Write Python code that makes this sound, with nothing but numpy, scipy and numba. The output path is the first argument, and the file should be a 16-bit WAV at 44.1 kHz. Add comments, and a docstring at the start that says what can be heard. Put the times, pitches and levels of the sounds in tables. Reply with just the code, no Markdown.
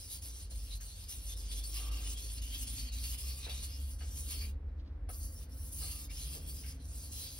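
"""A knife edge hisses and rings over a wet whetstone, stroke after stroke, with one lift and landing.
Grit noise drives drifting blade modes and short squeaks; the stone knocks in its holder.
Behind: an engine speeds up and later eases, a second slows, street rumble fills the room's low modes.
Room noise, one faint rustle and one hum complete the scene; a phone with two ports hears it."""
import sys
import numpy as np
from scipy import signal
from scipy.fft import rfft, irfft
from scipy.io import wavfile
from scipy.ndimage import uniform_filter1d
from numba import njit

SR = 44100
rng = np.random.default_rng(int(sys.argv[2]) if len(sys.argv) > 2 else 0)


def materialize(psi):
    """Save the field psi as 16-bit PCM at rate SR to the path in sys.argv[1].

    A 1-D psi becomes a single channel; in a 2-D psi each row is a channel.
    """
    bounded = np.clip(np.atleast_2d(psi).T, -1, 1)
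    quanta = np.round(bounded * 32767).astype(np.int16)
    wavfile.write(sys.argv[1], SR, quanta)


N = 325899
TIME_S = np.arange(N) / SR

# strokes, each from its opening turn: (time [s], halt depth [dB], slowing before the halt [s],
# hiss at start, middle, end [relative dB], ring at start, middle, end [relative dB],
# low blade modes [relative dB], hiss brightness: treble up and the rest down [dB])
STROKES = [(0, 0, 0, -52, -59.5, -47, -50, -62, -54, -4.5, 2.5),
           (0.207, 16, 0.046, -48.5, -59, -56, -62, -63, -58, 0, -7),
           (0.49, 15.5, 0.065, -54.5, -56.5, -54.5, -62.5, -57.5, -56.5, -2.5, 0.5),
           (0.793, 11, 0.02, -50, -60.5, -55.5, -60, -55, -52.5, -7.5, -5),
           (1.073, 10, 0.032, -52, -54.5, -51.5, -56, -58, -52, -1.5, 0),
           (1.352, 12, 0.017, -52, -57, -49, -58, -49, -53.5, -7.5, -5),
           (1.621, 11, 0.027, -49, -48.5, -54, -63, -50, -51.5, 2.5, 1.5),
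           (1.902, 14, 0.014, -53.5, -54, -45, -52, -52.5, -54.5, 1.5, -2),
           (2.16, 15.5, 0.027, -49.5, -51.5, -55.5, -57, -62, -51, 1, -2.5),
           (2.406, 12, 0.023, -51.5, -57.5, -43.5, -56.5, -54, -53.5, -5, 1),
           (2.658, 13, 0.027, -48, -54.5, -56.5, -53, -55.5, -47, -0.5, -1),
           (2.908, 13, 0.02, -51.5, -51.5, -45.5, -50, -52.5, -54, -2, 1),
           (3.167, 13.5, 0.018, -46.5, -55, -56.5, -52, -66.5, -53.5, 7, 1),
           (3.482, 8, 0.03, -57.5, -53.5, -57.5, -51, -53, -56, -2, -5.5),
           (3.79, 1.5, 0.07, -58, -60, -53.5, -60, -60.5, -63.5, -1, 3),
           (3.976, 15.5, 0.064, -61, -61, -61, -60, -55, -65.5, -1, -5),
           (4.096, -2, 0.033, -54, -50, -60, -75, -51, -60, 0.5, 4),
           (5.075, 50, 0.078, -54.5, -54.5, -61, -61, -89, -57.5, 10, 4),
           (5.478, 22, 0.046, -71, -65.5, -59, -66.5, -63, -64, -1, 11.5),
           (5.71, 1, 0.055, -52, -52, -53.5, -61, -52, -54.5, 7, 5.5),
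           (6.086, 18, 0.034, -54, -51.5, -55, -55, -53, -54.5, 2, -1.5),
           (6.405, 4, 0.035, -58.5, -53, -60, -59.5, -62.5, -60.5, 6, 3.5),
           (6.785, 16, 0.068, -69.5, -55.5, -53, -62.5, -71, -57.5, -2, -3),
           (7.106, 5, 0.047, -48, -54.5, -55, -52, -49, -51, -2, 4.5)]
# grit hiss colour: (frequency [Hz], density [relative dB per Hz])
GRIT_COLOUR = [(600, -19), (1800, -23.5), (3000, -13.5), (4000, -16.5), (5500, -5.5), (7000, -4.5),
               (10000, -1.5), (12500, -6), (14500, -8.5), (16000, -7)]
# modes of the blade under the fingers: (frequency [Hz], width [Hz], level [relative dB])
BLADE_MODES = [(1199, 66, -19), (2190, 57, -26), (2470, 81, -11), (2844, 88, -2), (3187, 170, 0.5),
               (3500, 180, 0), (3847, 56, -2.5), (4170, 180, 0.5), (4440, 43, 0), (5044, 33, -6),
               (6090, 370, -5.5)]
# edge catches, one mode sings: (centre time [s], length [s], pitch [Hz], level before its bell [dB])
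SQUEAKS = [(0.125, 0.042, 3870, -57.5), (0.731, 0.031, 3970, -48.5), (1.326, 0.052, 3600, -55.5),
           (1.523, 0.027, 3550, -55), (1.767, .03, 4800, -51), (1.772, 0.032, 3000, -56),
           (1.88, 0.15, 1163, -60.5), (2.18, 0.038, 3330, -54), (2.55, 0.046, 3260, -48.5),
           (2.787, 0.041, 4436, -53), (3.035, 0.083, 4350, -59), (3.32, 0.058, 4480, -51.5),
           (3.455, 0.041, 3800, -51.5), (4.412, 0.06, 4510, -50.5), (2.46, 0.059, 2980, -54),
           (4.444, 0.055, 2410, -58), (0.045, 0.048, 5150, -56.5), (0.524, 0.016, 4150, -60),
           (1.095, 0.031, 5000, -58), (1.3, .04, 6300, -55), (1.594, 0.079, 3430, -57),
           (1.65, 0.022, 4420, -52), (2.072, 0.025, 2960, -52.5), (2.264, 0.08, 4380, -57),
           (2.387, 0.015, 4400, -54), (2.638, 0.044, 2910, -59), (2.67, 0.035, 3270, -58),
           (3.152, 0.063, 3000, -59.5), (3.11, 0.047, 5076, -71), (3.22, 0.071, 5040, -58),
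           (3.48, 0.076, 2700, -60), (3.748, 0.04, 5080, -53), (4.32, 0.065, 4820, -56),
           (5.145, 0.039, 4700, -66), (5.262, 0.11, 4590, -65), (5.378, .06, 5520, -65),
           (5.53, 0.028, 5550, -63.5), (5.615, 0.042, 5700, -64), (5.854, 0.067, 4275, -56),
           (6.104, 0.016, 2310, -56.5), (6.114, .02, 2750, -60), (6.173, 0.025, 5360, -57),
           (6.225, 0.03, 4140, -54), (6.507, 0.038, 4530, -62), (6.594, 0.069, 5000, -58),
           (6.694, 0.04, 4995, -56.5), (7.06, 0.048, 4500, -63), (5.834, 0.053, 4865, -55),
           (7.27, 0.05, 4500, -58)]
# edge bites a coarser patch, whole rasp surges: (centre time [s], length [s], level [dB])
SURGES = [(0.115, 0.038, 7), (0.232, .025, 0), (0.52, .02, 1), (.813, 0.025, 1), (1.123, 0.031, 3.5),
          (1.31, 0.037, 0), (1.525, 0.016, 5.5), (1.583, .04, 2), (1.77, 0.053, 2), (2.123, .05, -0.5),
          (2.536, 0.039, 6), (2.715, 0.046, 3), (2.793, 0.038, 6.5), (3.049, 0.032, 5), (3.295, 0.072, 4.5),
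          (3.519, 0.037, 3), (3.646, 0.024, 4), (4.181, 0.042, 5), (4.332, 0.068, 3), (4.42, 0.044, 2.5),
          (5.241, 0.041, 3), (5.665, .03, 2), (5.82, 0.082, 5), (6.186, .06, 1.5), (6.339, 0.027, 3),
          (6.493, 0.03, 3), (6.69, 0.041, 3.5), (7.225, 0.084, 4.5)]
# modes of stone and holder: (frequency [Hz], level [relative dB], t60 [s])
HOLDER_MODES = [(486, 7, 0.015), (737, -4.5, 0.039), (1297, -3.5, 0.058), (1604, -4, 0.022),
                (2120, -3.5, 0.0075), (2840, -0.5, 0.006)]
# stone shifts in the holder: (time [s], level [relative dB], rattle decay [s], pitch [Hz])
KNOCKS = [(0.513, -62, 0.013, 650), (0.8, -66.5, 0.028, 1480), (1.787, -63, 0.47, 850),
          (2.019, -72, 0.038, 900), (3.463, -55.5, 0.015, 597), (3.47, -63, 0.022, 1576),
          (3.484, -59, 0.034, 745), (4.004, -66.5, 0.037, 1575), (4.008, -61.5, 0.041, 752),
          (4.286, -70, 0.085, 1240), (5.088, -51, 0.016, 760), (5.091, -62, 0.009, 1325),
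          (5.81, -57.5, 0.07, 870), (6.107, -69, 0.017, 2500), (6.343, -70, 0.072, 530),
          (6.634, -65, 0.07, 1866)]
# engine outside: (time [s], firing rate [Hz], level [dB])
ENGINE = [(0, 45.7, -51.5), (.8, 46.72, -72), (1.3, 48.23, -42.5), (1.8, 53.1, -37.5), (2.3, 54.58, -42),
          (2.9, 57.23, -44), (3.3, 64.34, -42), (3.8, 68.13, -43.5), (4.4, 71.02, -43), (5, 72.3, -47.5),
          (5.6, 73.75, -51), (6.2, 74.8, -57), (6.8, 77.4, -48.5), (7.1, 68.8, -47.5), (7.39, 68.3, -67)]
# second engine, further off: (time [s], firing rate [Hz], level [dB])
FAR_ENGINE = [(5.1, 72.1, -90.5), (5.7, 70, -63), (6.8, 66.3, -47.5), (7.1, 62.9, -75)]
# low room modes: (frequency [Hz], width [Hz], level [relative dB])
ROOM_MODES = [(46.74, 1.75, -4), (55, 4.5, -6.5), (58.83, 5.1, -3.5), (80.06, 0.73, -9.5)]
# street rumble: (time [s], level [dB])
RUMBLE_LEVEL = [(0, -52.5), (.6, -42), (1.2, -45.5), (3, -48), (4.5, -42.5), (5.2, -44.5), (6, -43),
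                (6.6, -47.5), (7.39, -50)]
# room air colour: (frequency [Hz], density [relative dB per Hz])
AIR_COLOUR = [(50, -14), (85, -1.5), (108, -14), (140, -24), (181, -24.5), (280, -17.5), (347, -29),
              (535, -26), (584, -33.5), (650, -31.5), (1050, -37.5), (1840, -41), (6310, -64.5),
              (15000, -69)]
# microphone ports: (frequency [Hz], phase lead of the left [rad], likeness [0-1])
PORTS = [(100, 0, .997), (200, 0, .9), (350, 0, .72), (700, .5, .15), (1500, 0, .45), (2300, .3, .4),
         (3100, 2.8, .45), (3900, .5, .5), (5100, .7, .6), (6000, 1.7, .85), (7300, 3.14, .995),
         (10450, 6.28, .94), (12000, 7.85, .9), (13700, 9.42, .995), (16000, 12.1, .85)]

# strokes: rest after the turn, then time to regain speed; row that lands after the lift
HALT_S, PICKUP_S, LIFT_S, LANDING_ROW = 0.0067, 0.011, 4.58, 17
# the ring bridges part of the halt; share of the stroke where it has its middle level
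RING_HALT_SHARE, RING_MIDDLE_SHARE = 0.56, 0.56
# the harder the blade rings over the hiss, the lower the contact centre
CONTACT_BASE_HZ, CONTACT_HZ_PER_DB = 4820, 35
# heel and tip: fingers hold the low modes; the middle is ground from MIDDLE_S to the lift
MIDDLE_S, OUTER_LOW_DB = 1.75, -2
# tip: narrow modes fade per octave of sharpness; modes wander more
TIP_DAMP_DB_PER_OCT, MODE_DRIFT_SHARE, TIP_DRIFT_SHARE = 5, 0.013, 0.025
# broad tip rasp, level relative to the ring
TIP_RASP_REL_DB, TIP_RASP_HZ, TIP_RASP_WIDTH_HZ = -12, 4490, 2800
# pitch over width; climb over one length as a share of pitch
SQUEAK_Q, SQUEAK_RISE_SHARE = 26, 0.027
# knock loss for modes above and below its pitch
KNOCK_ABOVE_DB_PER_OCT, KNOCK_BELOW_DB_PER_OCT = 14, 26
AIR_BASE_DB, AIR_RISE_DB_PER_S = -55, 0.35
AIR_SWELL_S, AIR_SWELL_LENGTH_S, AIR_SWELL_DB = 5.08, 1.45, 1
# rustle and hum levels are taken before their bells
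RUSTLE_S, RUSTLE_LENGTH_S, RUSTLE_HZ, RUSTLE_BASE_DB = 4.82, 0.26, 4000, -81
HUM_S, HUM_LENGTH_S, HUM_HZ, HUM_BASE_DB = 2.75, 0.5, 255, -61.5
TOP_HZ = 15760


def undb(db):
    """Amplitude gain of a level in dB."""
    return 10 ** (np.asarray(db) / 20)


def level(x, db):
    """Set the rms in dB."""
    return x * undb(db) / np.sqrt(np.mean(x ** 2))


def curves(table):
    """Columns after time, interpolated to one value a sample."""
    time_s, *columns = np.transpose(table)
    return [np.interp(TIME_S, time_s, c) for c in columns]


def colour(x, spectrum):
    """Shape a spectrum, linear in dB over log frequency."""
    hz, db = np.transpose(spectrum)
    bins_hz = np.fft.rfftfreq(N, 1 / SR) + 1
    gain = undb(np.interp(np.log(bins_hz), np.log(hz), db))
    return irfft(rfft(x) * gain, N)


def ring(x, hz, width_hz):
    """One fixed resonance, gain 1 at its centre."""
    return signal.lfilter(*signal.iirpeak(hz, hz / width_hz, fs=SR), x)


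@njit
def glide(x, hz, width_hz):
    """State-variable resonance with a moving centre, gain 1 there."""
    y, band, low = np.empty(len(x)), 0., 0.
    for i in range(len(x)):
        g = np.tan(np.pi * hz[i] / SR)
        k = width_hz / hz[i]
        v = (band + g * (x[i] - low)) / (1 + g * (g + k))
        band = 2 * v - band
        low = low + 2 * g * v
        y[i] = k * v
    return y


def walk(rate_hz):
    """Random levels held 1 / rate_hz, slewed twice; spread near 1."""
    k = int(SR / rate_hz)
    held = np.repeat(rng.standard_normal(N // k + 1), k)
    return 1.28 * uniform_filter1d(uniform_filter1d(held, k), k)[:N]


def swell(time_s, length_s):
    """Bell-shaped rise and fall."""
    return np.exp(-2 * ((TIME_S - time_s) / length_s) ** 2)


def ports(source):
    """Both ports hear the source; the right one later, and partly by other paths."""
    direct, other = rfft(source()), rfft(source())
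    hz, lead_rad, likeness = np.transpose(PORTS)
    bins_hz = np.fft.rfftfreq(N, 1 / SR)
    lead_rad = np.interp(bins_hz, hz, lead_rad)
    likeness = np.clip(np.interp(bins_hz, hz, likeness), 0, 1)
    same = np.sqrt((1 + likeness) / 2) * direct
    apart = np.sqrt((1 - likeness) / 2) * other
    left, right = same + apart, (same - apart) * np.exp(-1j * lead_rad)
    return irfft(np.array([left, right]), N)


def knife():
    """Grit under the edge hisses and drives blade modes, strongest near a moving contact centre."""
    hiss_db, ring_db, low_db, bright_db, touching = strokes()
    contact_hz = CONTACT_BASE_HZ * (1 + 0.074 * walk(5.5))
    contact_hz = contact_hz - CONTACT_HZ_PER_DB * np.clip(ring_db - hiss_db, -15, 15)
    tip = TIME_S > LIFT_S
    low_db = low_db + OUTER_LOW_DB * (tip | (TIME_S <= MIDDLE_S))
    # fingers and contact travel along the blade: each mode swells and drifts by itself
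    grips = []
    for hz, width_hz, db in BLADE_MODES:
        low_weight = max(1.67 * np.log2(4800 / hz) * (hz < 4000), 0)
        tip_loss_db = tip * TIP_DAMP_DB_PER_OCT * np.log2(hz / width_hz / 12)
        grips.append(undb(db + 2.85 * walk(24) + low_db * low_weight - tip_loss_db))
    drift = np.where(tip, TIP_DRIFT_SHARE, MODE_DRIFT_SHARE)
    tunings_hz = [hz * (1 + drift * walk(9)) for hz, _, _ in BLADE_MODES]
    surge = undb(sum(db * swell(s, length_s) for s, length_s, db in SURGES))
    # uneven slurry: wide parts of the hiss come and go
    patches = [(hz * (1 + 0.16 * walk(5.5)), 0.1 * walk(13)) for hz in 4500 * 1.35 ** np.arange(5)]
    # single grains: narrow parts flicker fast
    grains = [(hz, 0.57 * walk(40)) for hz in 2700 * 1.1 ** np.arange(18)]

    def sound():
        rub = grit(scatter_db=2.0, catch_db=0.96)
        hiss = level(colour(rub, GRIT_COLOUR), 2.72)
        hiss = hiss + sum(share * glide(hiss, hz, 1450.0) for hz, share in patches)
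        hiss = hiss + sum(share * ring(hiss, hz, hz / 19.0) for hz, share in grains)
        hiss = brighten(hiss, bright_db)
        modes = np.zeros(N)
        for grip, hz, (_, width_hz, _) in zip(grips, tunings_hz, BLADE_MODES):
            modes += grip * glide(rub, hz, 1.0 * width_hz) / np.sqrt(width_hz)
        contact = glide(glide(rub, contact_hz, 700.0), contact_hz, 700.0)
        rasp = ring(ring(rub, TIP_RASP_HZ, TIP_RASP_WIDTH_HZ), TIP_RASP_HZ, TIP_RASP_WIDTH_HZ)
        blade = level(modes, -3.45) + level(contact, -13) + tip * level(rasp, TIP_RASP_REL_DB)
        return touching * surge * (undb(hiss_db) * hiss + undb(ring_db) * blade) + squeaks(rub)
    return ports(sound)


def strokes():
    """Hiss and ring run through each stroke and drop where the blade halts to turn; one lift."""
    start_s, depth_db, slowing_s, *columns = np.transpose(STROKES)
    end_s = np.append(start_s[1:], TIME_S[-1])
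    end_s[LANDING_ROW - 1] = LIFT_S
    # a stroke ends in the halt of the next row
    brake_s = end_s - np.append(slowing_s[1:], 0)
    drop_db = np.append(depth_db[1:], 0)

    def run(first, middle, last, halt_share, middle_share):
        rest_s = start_s + HALT_S
        middle_s = start_s + middle_share * (brake_s - start_s)
        times_s = np.transpose([rest_s, rest_s + PICKUP_S, middle_s, brake_s, end_s]).ravel()
        halt = last - halt_share * drop_db
        before = np.append(first[0], halt[:-1])
        return np.interp(TIME_S, times_s, np.transpose([before, first, middle, last, halt]).ravel())

    hiss_db = run(*columns[:3], 1, 0.55)
    ring_db = run(*columns[3:6], RING_HALT_SHARE, RING_MIDDLE_SHARE)
    low_db, bright_db = (np.interp(TIME_S, (start_s + end_s) / 2, c) for c in columns[6:])
    touching = (TIME_S < LIFT_S) | (TIME_S > start_s[LANDING_ROW])
    return hiss_db, ring_db, low_db, bright_db, touching


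def grit(scatter_db, catch_db):
    """Dense tiny impacts of uneven size; the edge bites suddenly into coarser patches, slides free."""
    bites = uniform_filter1d((rng.random(N) < 25 / SR) * rng.random(N), size=200)  # about 25 a second
    catch = signal.lfilter([1], [1, -np.exp(-1 / (0.052 * SR))], bites)  # 52 ms decay
    size_db = scatter_db * rng.exponential(1, N) + catch_db * catch / catch.std()
    return level(undb(size_db) * rng.standard_normal(N), 0)


def brighten(hiss, bright_db):
    """Tilt about the low-pass split: treble up, the rest down by the same dB."""
    dull = signal.filtfilt(*signal.butter(1, 10000, fs=SR), hiss)
    return undb(-bright_db) * dull + undb(bright_db) * (hiss - dull)


def squeaks(rub):
    """The edge catches: rub noise through one climbing resonance under a bell."""
    out = np.zeros(N)
    for s, length_s, hz, db in SQUEAKS:
        span = slice(max(int((s - 2 * length_s) * SR), 0), int((s + 2 * length_s) * SR))
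        place = (TIME_S[span] - s) / length_s
        note = glide(rub[span], hz * (1 + SQUEAK_RISE_SHARE * place), hz / SQUEAK_Q)
        out[span] += level(note, db) * np.exp(-2 * place ** 2)
    return out


def stone():
    """Each shift is a soft, dying noise rattle into the stone and holder modes nearest its pitch."""
    age_s = np.arange(SR // 3) / SR

    def sound():
        out = np.zeros(N)
        for hz, db, t60_s in HOLDER_MODES:
            force = np.zeros(N + len(age_s))
            for s, knock_db, length_s, knock_hz in KNOCKS:
                attack = 1 - np.exp(-age_s / 0.0018)
                decay = np.exp(-age_s / max(length_s, 0.004)) + 0.96 * np.exp(-age_s / 0.0012)
                above_db = KNOCK_ABOVE_DB_PER_OCT * max(np.log2(hz / knock_hz), 0)
                below_db = KNOCK_BELOW_DB_PER_OCT * max(np.log2(knock_hz / hz), 0)
                force[int(s * SR):][:len(age_s)] += undb(knock_db - above_db - below_db) * attack * decay
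            width_hz = np.log(1000) / np.pi / t60_s
            out += undb(db + 29.5) * ring(force[:N] * rng.standard_normal(N), hz, width_hz)
        return out
    return ports(sound)


def engine(table, second_db, high_db, follow):
    """Firing tone; three upper orders follow a share of its swells; pitch and strength waver."""
    hz, db = curves(table)
    phase = 2 * np.pi * np.cumsum(hz * (1 + 0.00971 * walk(6))) / SR
    swell_db = follow * (db - db.max())
    high = (high_db + swell_db, 4.5)
    orders = [(db, 1.5), (second_db + swell_db, 5.0), high, high]  # (level [dB], waver [dB])
    tone = np.zeros(N)
    for order, (order_db, waver_db) in enumerate(orders, 1):
        tone += undb(order_db + waver_db * walk(9)) * np.sin(order * phase)
    return np.sqrt(2) * tone


def rumble():
    """Low street noise, heard mostly at the room's lowest modes."""
    modes = sum(undb(db) * level(ring(rng.standard_normal(N), hz, w), 0) for hz, w, db in ROOM_MODES)
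    steep = signal.butter(2, [28, 85], "bandpass", fs=SR, output="sos")
    return undb(curves(RUMBLE_LEVEL)[0]) * level(signal.sosfilt(steep, modes), 0)


def air():
    """Dull room noise that rises slowly, swells once and wavers."""
    swell_db = AIR_SWELL_DB * swell(AIR_SWELL_S, AIR_SWELL_LENGTH_S)
    gain = undb(AIR_RISE_DB_PER_S * TIME_S + swell_db + 0.64 * walk(1.79))
    closed = [(60, -60.0)] + list(AIR_COLOUR)  # cut below 60 Hz
    flicker = [(hz, 0.32 * walk(3.5)) for hz in 110 * 1.3 ** np.arange(6)]  # low bands come and go

    def sound():
        hush = gain * level(colour(rng.standard_normal(N), closed), AIR_BASE_DB)
        return hush + sum(share * ring(hush, hz, hz / 3.94) for hz, share in flicker)
    return ports(sound)


def rustle():
    """Sleeve and fingers move during the lift: faint patchy noise, broad around its centre."""
    patchy = swell(RUSTLE_S, RUSTLE_LENGTH_S) * undb(1.5 * walk(25))

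    def sound():
        cloth = grit(scatter_db=2.5, catch_db=6)
        cloth = ring(ring(cloth, RUSTLE_HZ, 3000.0), RUSTLE_HZ, 3000.0)
        return patchy * level(cloth, RUSTLE_BASE_DB)
    return ports(sound)


def hum():
    """Narrow-band noise: a low wavering hum that swells once."""
    return swell(HUM_S, HUM_LENGTH_S) * level(ring(rng.standard_normal(N), HUM_HZ, 11.0), HUM_BASE_DB)


def scene():
    """Bench close by; engines, rumble and hum alike in both ports."""
    near = engine(ENGINE, second_db=-63.0, high_db=-76, follow=0.15)
    far = engine(FAR_ENGINE, second_db=-61.5, high_db=-72.5, follow=0.6)
    return knife() + stone() + air() + near + far + rumble() + rustle() + hum()


def record(dry):
    """The phone cuts the top: steep elliptic low-pass."""
    return signal.sosfilt(signal.ellip(14, 0.3, 80, TOP_HZ, fs=SR, output="sos"), dry)


dry = scene()
out = record(dry)
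materialize(out)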